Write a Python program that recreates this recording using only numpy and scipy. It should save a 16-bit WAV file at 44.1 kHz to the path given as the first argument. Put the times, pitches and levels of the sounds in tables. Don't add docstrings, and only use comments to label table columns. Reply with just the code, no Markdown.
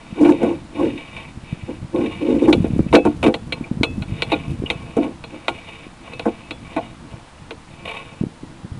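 import sys
import numpy as np
from scipy import signal
from scipy.fft import rfft, irfft, next_fast_len
from scipy.io import wavfile
from scipy.ndimage import uniform_filter1d

SR = 44100
rng = np.random.default_rng(int(sys.argv[2]) if len(sys.argv) > 2 else 0)


def dump(signal):
    limited = np.clip(np.atleast_2d(signal).T, -1, 1)
    pcm = np.round(limited * 32767).astype(np.int16)
    wavfile.write(sys.argv[1], SR, pcm)


N = 387888
TIME = np.arange(N) / SR


def from_db(db):
    return 10 ** (np.asarray(db) / 20)


def clock(seconds):
    return np.arange(int(seconds * SR)) / SR


def rms_one(x):
    return x / np.sqrt(np.mean(x ** 2) + 1e-20)


def envelope(x, seconds):
    return np.sqrt(np.abs(uniform_filter1d(x ** 2, max(int(seconds * SR), 1), mode="constant")) + 1e-16)


def peak_one(x):
    return x / envelope(x, 0.004).max()


def add(out, s, sound):
    at = max(int(s * SR), 0)
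    out[at:at + len(sound)] += sound[:N - at]


def band(x, low_hz, high_hz):
    sos = signal.butter(2, [low_hz, min(high_hz, SR / 2 - 100)], "band", fs=SR, output="sos")
    return signal.sosfilt(sos, x)


def steep_band(x, low_hz, high_hz):
    return band(band(x, low_hz, high_hz), low_hz, high_hz)


def band_noise(t, low_hz, high_hz, t60):
    return band(rng.standard_normal(len(t)) * fade(t, t60), low_hz, high_hz)


def fade(t, t60):
    return np.exp(-np.log(1000) * t / t60)


def coloured(x, points):
    hz, db = np.transpose(points)
    size = next_fast_len(N)
    bins = np.maximum(np.fft.rfftfreq(size, 1 / SR), 1)
    gain = from_db(np.interp(np.log(bins), np.log(hz), db))
    return rms_one(irfft(rfft(x, size) * gain, size)[:N])


def slips(per_s, spread_db):
    happens = rng.random(N) < per_s / SR
    sign = rng.choice([-1, 1], N)
    return happens * sign * from_db(spread_db * np.clip(rng.standard_normal(N), -2, 2))


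def grip(spread_db, per_s=45):
    steps = rng.standard_normal(4000)
    return from_db(spread_db * np.interp(TIME * per_s, np.arange(len(steps)), steps))


def strokes(rows, rise_s, sag_db_per_s, release_db_per_s):
    power = np.zeros(N)
    for (s, hold_s, db), rise in zip(rows, np.broadcast_to(rise_s, len(rows))):
        age = TIME - s
        swell_db = 20 * np.minimum(age, 0) / rise
        sag_db = sag_db_per_s * np.clip(age, 0, hold_s)
        release_db = release_db_per_s * np.maximum(age - hold_s, 0)
        shape_db = swell_db - sag_db - release_db
        heard = shape_db > -60
        power[heard] += from_db(db + shape_db[heard]) ** 2
    return np.sqrt(power)


# f/Hz, t60/s, struck spectral height/dB, rubbed spectral height/dB (both relative)
FRAME_MODES = [(229.2, 0.18, -21, -4), (299.2, 0.15, -5, 7), (320.6, 0.082, -9, 1), (347, 0.17, -10, 5),
               (454, 0.12, -2.5, -7.5), (504.3, 0.12, -1.5, -9), (543.3, 0.063, -16, -10.5),
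               (658.4, 0.075, 6, -9), (714, 0.16, 3, -13), (806, 0.14, 4.5, -13.5),
               (902, 0.064, 3.5, -10.5), (1091, 0.046, 0.5, -9.5), (1135, 0.044, -12, -32),
               (1422, 0.086, 1.5, -20), (1491, 0.022, -2.5, -23), (1991, 0.017, -8.5, -21.5),
               (2308, 0.044, 1.5, -8.5), (2495, 0.028, -0.5, -17.5), (2598, 0.098, -2, -8.5),
               (2857, 0.056, -7, -14), (3220, 0.018, -10.5, -38), (3413, 0.26, -4.5, -53),
               (3720, 0.022, -3, -33), (3814, 0.026, -4, -31), (3900, 0.045, -10, -48),
               (4160, 0.069, -4.5, -40), (4230, 0.031, -14, -36)]
REGISTER_EDGES_HZ = [600, 1700, 3400]


def registers():
    which = np.digitize(np.array(FRAME_MODES)[:, 0], REGISTER_EDGES_HZ)
    return [which == k for k in range(4)]


def rubbed(force, register):
    out = np.zeros(N)
    for k, (hz, t60, _, db) in enumerate(np.array(FRAME_MODES)[register]):
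        r = from_db(-60 / (t60 * SR))
        poles = [1, -2 * r * np.cos(2 * np.pi * hz / SR), r * r]
        zeros = [(1 - r * r) / 2, 0, (r * r - 1) / 2]
        out += (-1) ** k * from_db(db) * signal.lfilter(zeros, poles, force + 1e-18)
    return rms_one(out)


# t/s, relative rasp level/dB, relative scrape level/dB, decay/s
CABLE_DRAGS = [(0.248, -23.5, -44, 0.012), (0.321, -19, -46, 0.0023), (0.976, -35, -44, 0.015),
               (1.165, -33.5, -36.5, 0.033), (1.96, -24.5, -49, 0.0035), (2.06, -28, -47, 0.0072),
               (2.11, -38, -35, 0.013), (3.228, -13.5, -10, 0.015), (3.262, -18, -12.5, 0.011),
               (4.3, -33, -39, 0.035), (4.446, -56, -39, 0.018), (5.031, -26.5, -26, 0.0081),
               (5.343, -37, -33, 0.0042), (6.076, -39, -34, 0.012), (7.853, -26.5, -26.5, 0.0095),
               (7.876, -29.5, -32, 0.073), (7.942, -42, -32, 0.0091), (7.968, -28, -34, 0.0093)]


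def drags(rise_s=0.001):
    t, out = clock(0.25), np.zeros((2, N))
    for s, rasp_db, scrape_db, decay_s in CABLE_DRAGS:
        shape = (1 - np.exp(-t / rise_s)) * np.exp(-t / decay_s)
        add(out[0], s, from_db(rasp_db) * shape)
        add(out[1], s, from_db(scrape_db) * shape)
    return out


# t at full speed/s, hold/s, relative hiss level/dB, relative scrape level/dB
CABLE_PUSHES = [(0.01, 0.16, -46, -40), (0.197, 0.32, -38, -40), (0.786, 0.11, -38, -36),
                (0.956, 0.29, -39.5, -37), (1.47, 0.25, -43.5, -53), (1.997, 0.46, -37, -33),
                (2.586, 0.31, -45, -56), (3.05, 0.057, -44.5, -31.5), (3.55, 0.12, -46.5, -34),
                (4.105, 0.16, -40.5, -35.5), (4.308, 0.19, -38.5, -34), (4.662, 0.25, -42, -33),
                (4.975, 0.064, -39, -30), (5.306, 0.36, -45.5, -38), (5.568, 0.25, -38.5, -36.5),
                (6.03, 0.32, -43, -36.5), (6.4, 0.14, -48, -41), (6.662, 0.21, -41.5, -35),
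                (7.097, 0.069, -49, -36), (7.262, .19, -54.5, -45), (7.72, 0.23, -46, -40),
                (7.894, .3, -46.5, -37)]
PUSH_RISE_S, PUSH_RELEASE_DB_PER_S = 0.092, 170


def cable(hiss_db=-4.0, scrape_db=-11.0, drag_db=-1.5, broad_db=-9, grit_db=-22,
          guide_db=-12, hollow_db=-3, even_s=0.037):
    _, clack, ping, top = registers()
    hz = np.array(FRAME_MODES)[:, 0]
    hollow = (hz > 400) & (hz < 600)
    s, hold_s, *levels_db = np.transpose(CABLE_PUSHES)
    sliding = np.array([strokes(np.c_[s, hold_s, db], PUSH_RISE_S, 0, PUSH_RELEASE_DB_PER_S)
                        for db in levels_db])
    sliding = sliding * from_db([[hiss_db], [scrape_db]]) * grip(spread_db=2.97)
    hiss, scrape = sliding + from_db(drag_db) * drags()

    force = slips(per_s=3000, spread_db=9)
    bright = rubbed(force, ping | top)
    bright = bright + from_db(broad_db) * rms_one(band(force, 1870, 3300))
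    bright = bright + from_db(grit_db) * rms_one(band(force, 2700, 11700))
    guide_ring = rms_one(band(slips(per_s=3000, spread_db=5), 3570, 3750))
    bright = bright + from_db(guide_db) * guide_ring
    dull = rubbed(force, clack) + from_db(hollow_db) * rubbed(force, hollow)
    return hiss * bright / envelope(bright, even_s) + scrape * dull / envelope(dull, 2 * even_s)


# t at full force/s, hold/s, 20 dB rise/s, relative groan level/dB, relative rasp level/dB
REEL_TURNS = [(0.183, 0.018, 0.029, -22.5, -34), (0.212, 0.017, .014, -6.5, -27.5),
              (0.256, 0.0091, 0.021, -8.5, -20.5), (0.292, 0.0096, 0.015, -5.5, -22),
              (0.424, 0.1, 0.039, -17.5, -27), (0.805, 0.0095, 0.057, -17, -26),
              (0.834, 0.034, 0.033, -15, -39), (0.934, 0.033, .03, -29, -58),
              (1.69, 0.006, 0.011, -23, -37), (1.947, 0.12, .015, -17, -30.5),
              (2.216, 0.085, .012, -19, -43.5), (2.294, 0.082, 0.047, -14.5, -34.5),
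              (2.423, 0.012, .018, -11, -32), (2.482, 0.015, 0.012, -4.5, -22),
              (5.028, 0.044, .02, -22.5, -32.5), (5.336, 0.02, 0.024, -32.5, -43)]
GROAN_SAG_DB_PER_S, RASP_SAG_DB_PER_S, TURN_RELEASE_DB_PER_S = 23, 67, 323


def reel(grit_db=-36, shake_db=-15, fill_db=-1, even_s=0.028):
    body, clack, _, _ = registers()
    s, hold_s, rise_s, groans_db, rasps_db = np.transpose(REEL_TURNS)
    groan = strokes(np.c_[s, hold_s, groans_db], rise_s, GROAN_SAG_DB_PER_S, TURN_RELEASE_DB_PER_S)
    rasp = strokes(np.c_[s, hold_s, rasps_db], rise_s, RASP_SAG_DB_PER_S, TURN_RELEASE_DB_PER_S)
    force = slips(per_s=1500, spread_db=1.0)
    low = rubbed(force, body)
    mid = rubbed(force, clack) + from_db(fill_db) * rms_one(steep_band(force, 410, 1020))
    grit = from_db(grit_db) * rms_one(band(force, 1200, 9600))
    shake = from_db(shake_db) * rms_one(band(force, 122, 393))
    return groan * (low / envelope(low, even_s) + grit + shake) + rasp * mid / envelope(mid, even_s)


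def cushioned(x, smooth_s):
    r = np.exp(-1 / (smooth_s * SR + 1e-3))
    return signal.lfilter([(1 - r) ** 2], [1, -2 * r, r * r], x)


# t/s, ping level/dB, body level/dB, clack level/dB (all relative)
CABLE_KNOCKS = [(0.4293, -15.5, -11, -19), (2.4459, -24.5, -14.5, -21.5), (2.5277, -8, -16, -18),
                (2.6437, -25, -22, -30), (2.9276, -15.5, -14, -11.5), (2.9352, -7, -0.5, -15),
                (2.944, -6, -3, -9.5), (2.9516, -6, -13, -28), (2.969, -16.5, -13, -17.5),
                (3.0512, -12.5, -8.5, -15), (3.0643, -28, -19, -27), (3.2307, -17.5, -13.5, -17),
                (3.2466, -19, -11.5, -18), (3.264, -17, -10.5, -16), (3.2792, -16.5, -10.5, -19.5),
                (3.3409, -16.5, -20, -23), (3.5229, -14, -27, -29), (3.8323, -7, -17, -19),
                (4.0217, -25.5, -45, -36), (4.2211, -9.5, -21.5, -23), (4.3184, -14.5, -14, -15),
                (4.335, -29, -21, -20), (4.7012, -9.5, -23, -23.5), (4.9672, -15, -9, -18.5),
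                (5.239, -27.5, -37, -33.5), (5.4816, -10.5, -20, -15), (6.135, -32, -35.5, -42),
                (6.1947, -21, -27.5, -27), (6.2551, -24, -19, -16.5), (6.2592, -19, -11, -23.5),
                (6.5086, -20, -28.5, -32), (6.7639, -19, -16.5, -17.5), (7.5077, -25.5, -30, -31)]
TOP_DB, TOP_LOSS = -9.5, 0.15
RESTING_LOSS = 12.6


def knocks(trim_db=(0, -1, -6, -1.5), vary_db=2.5, smooth_s_per_db=0.34, chatter_s=0.003, chatter_db=-24,
           dense_db=(-8, -6, -3.5, -3), dense_t60=(.19, .08, .05, .045), crack_db=-20, crack_t60=0.077):
    t = clock(0.3)
    hz, t60, struck_db, _ = np.transpose(FRAME_MODES)
    modes = np.cos(2 * np.pi * hz[:, None] * t) * fade(t, t60[:, None])
    edges_hz = [(220, 606), (620, 1370), (2050, 3310), (3400, 4310)]
    out = np.zeros(N)
    for s, ping, body, clack in CABLE_KNOCKS:
        softness_db = max(body - ping, 0)
        top = ping + TOP_DB - TOP_LOSS * softness_db
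        smooth_s = smooth_s_per_db * softness_db
        chatter = rng.standard_normal(len(t)) * from_db(chatter_db)
        contact = (chatter * np.exp(-t / (chatter_s + 10 * smooth_s)))[:SR // 40]
        contact[0] = 1
        strength = from_db(struck_db + vary_db * rng.standard_normal(len(hz))) / t60
        strength = strength * rng.choice([-1, 1], len(hz))
        resting = from_db(-RESTING_LOSS * softness_db * t)
        for k, (register, db) in enumerate(zip(registers(), (body, clack, ping, top))):
            low_hz, high_hz = edges_hz[k]
            ring = signal.fftconvolve(strength[register] @ modes[register], contact)[:len(t)]
            dense = band(band_noise(t, low_hz, high_hz, dense_t60[k]), low_hz, high_hz)
            sound = peak_one(ring) + from_db(dense_db[k]) * peak_one(dense)
            sound = band(cushioned(sound * resting, smooth_s), low_hz * 0.84, high_hz * 1.46)
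            add(out, s, from_db(db + trim_db[k]) * peak_one(sound))
        crack = peak_one(band_noise(t, 5500, 10600, crack_t60))
        add(out, s, from_db(top + crack_db) * crack)
    return out


# t/s, level/dB
STEEL_CHIMES = [(2.951, -24), (3.835, -26.5), (4.22, -46), (4.7, -36), (6.134, -37), (6.436, -43)]
CHIME_HZ, CHIME_T60_S = 2596, 0.33


def chimes():
    t, out = clock(0.5), np.zeros(N)
    for s, db in STEEL_CHIMES:
        add(out, s, from_db(db) * np.sin(2 * np.pi * CHIME_HZ * t) * fade(t, CHIME_T60_S))
    return out


# t/s, level/dB, mean f/Hz
CABLE_SQUEAKS = [(3.639, -30, 2360), (4.66, -22.5, 2860)]


def squeaks(swell_s=0.0039, waver=0.04):
    t, out = clock(0.044), np.zeros(N)
    for s, db, hz in CABLE_SQUEAKS:
        pitch_hz = hz * (1 + waver * rms_one(band(rng.standard_normal(len(t)), 50, 500)))
        swell = t / swell_s * np.exp(1 - t / swell_s)
        add(out, s, from_db(db) * swell * np.sin(2 * np.pi * np.cumsum(pitch_hz) / SR))
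    return out


# t/s, relative level/dB, f/Hz
HANDLING_BUMPS = [(0.125, -21.5, 155), (1.37, -30, 91), (1.526, -16, 144), (1.632, -22.5, 117),
                  (1.824, -23, 120), (1.843, -23.5, 129), (2.55, -9, 336), (2.579, -10.5, 212),
                  (2.602, -9.5, 155), (2.644, -9.5, 294), (2.703, -15.5, 190), (2.733, -12, 149),
                  (2.762, -10.5, 211), (2.792, -5, 276), (2.802, -7.5, 162), (2.863, -15.5, 173),
                  (3.609, -18, 219), (3.712, -13, 196), (3.77, -17.5, 174), (3.798, -18, 78.5),
                  (3.81, -9, 240), (3.979, -16.5, 182), (4.119, -18, 126), (4.135, -19, 125),
                  (4.597, -18, 133), (4.621, -17.5, 298), (4.637, -15, 308), (4.755, -24, 136),
                  (5.866, -29.5, 264), (7.136, -28, 111), (8.21, -10.5, 174), (8.236, -11.5, 265),
                  (8.265, -21, 169), (8.433, -23.5, 252), (8.645, -22, 141), (8.715, -22.5, 92)]


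def bumps(level_db=3.5, swell_cycles=0.56, tail_db=-19, tail_s=0.018):
    t, out = clock(0.15), np.zeros(N)
    for s, db, hz in HANDLING_BUMPS:
        age = hz * t / swell_cycles
        swing = age ** 2 * np.exp(2 - 2 * age) * np.sin(2 * np.pi * hz * t + rng.uniform(0, 2 * np.pi))
        shudder = rms_one(band(rng.standard_normal(len(t)), 94, 306)) * np.exp(-t / tail_s)
        add(out, s, from_db(db + level_db) * (swing + from_db(tail_db) * shudder))
    return out


# t/s, level/dB
HAND_EFFORT = [(0.0, -43), (0.37, -38.5), (0.54, -40.5), (1.59, -42.5), (1.94, -39.5), (2.05, -36.5),
               (2.3, -34), (2.62, -28), (3.53, -35), (3.85, -32.5), (4.26, -35.5), (4.58, -32), (5.14, -42),
               (5.58, -46), (7.05, -42), (7.28, -47.5), (7.96, -45), (8.8, -41)]
# f/Hz, relative level per Hz/dB
RUMBLE_SPECTRUM = [(15, -46), (30, -9), (60, -0.5), (130, 0), (200, -7), (300, -12.5), (600, -49)]


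def handling(frame_db=-5, broad_db=1.0, frame_follows=0.78):
    effort_db = np.interp(TIME, *np.transpose(HAND_EFFORT))
    stir_db = effort_db.mean() + frame_follows * (effort_db - effort_db.mean())
    force = slips(per_s=370, spread_db=4.5)
    stirred = rubbed(force, registers()[0]) + from_db(broad_db) * rms_one(band(force, 115, 394))
    rumble = from_db(effort_db) * grip(spread_db=3.5, per_s=23) * coloured(force, RUMBLE_SPECTRUM)
    return rumble + from_db(stir_db + frame_db) * rms_one(stirred)


# f/Hz, relative level per Hz/dB
HISS_SPECTRUM = [(30, 12), (300, -5), (900, 3), (1600, -3.5), (4000, -10), (6000, -15.5), (10000, -16.5),
                 (12000, -41)]


def steady_hiss(rms_db=-46):
    return from_db(rms_db) * coloured(rng.standard_normal(N), HISS_SPECTRUM)


def scene():
    hiss = steady_hiss()
    strikes = knocks() + chimes() + bumps()
    friction = squeaks() + reel() + cable()
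    return (strikes + friction + handling() + hiss)[None]


def record(dry, clip_level=0.71, cutoff_hz=11000):
    clipped = np.clip(dry, -clip_level, clip_level)
    return signal.sosfilt(signal.butter(16, cutoff_hz, fs=SR, output="sos"), clipped)


dry = scene()
out = record(dry)
dump(out)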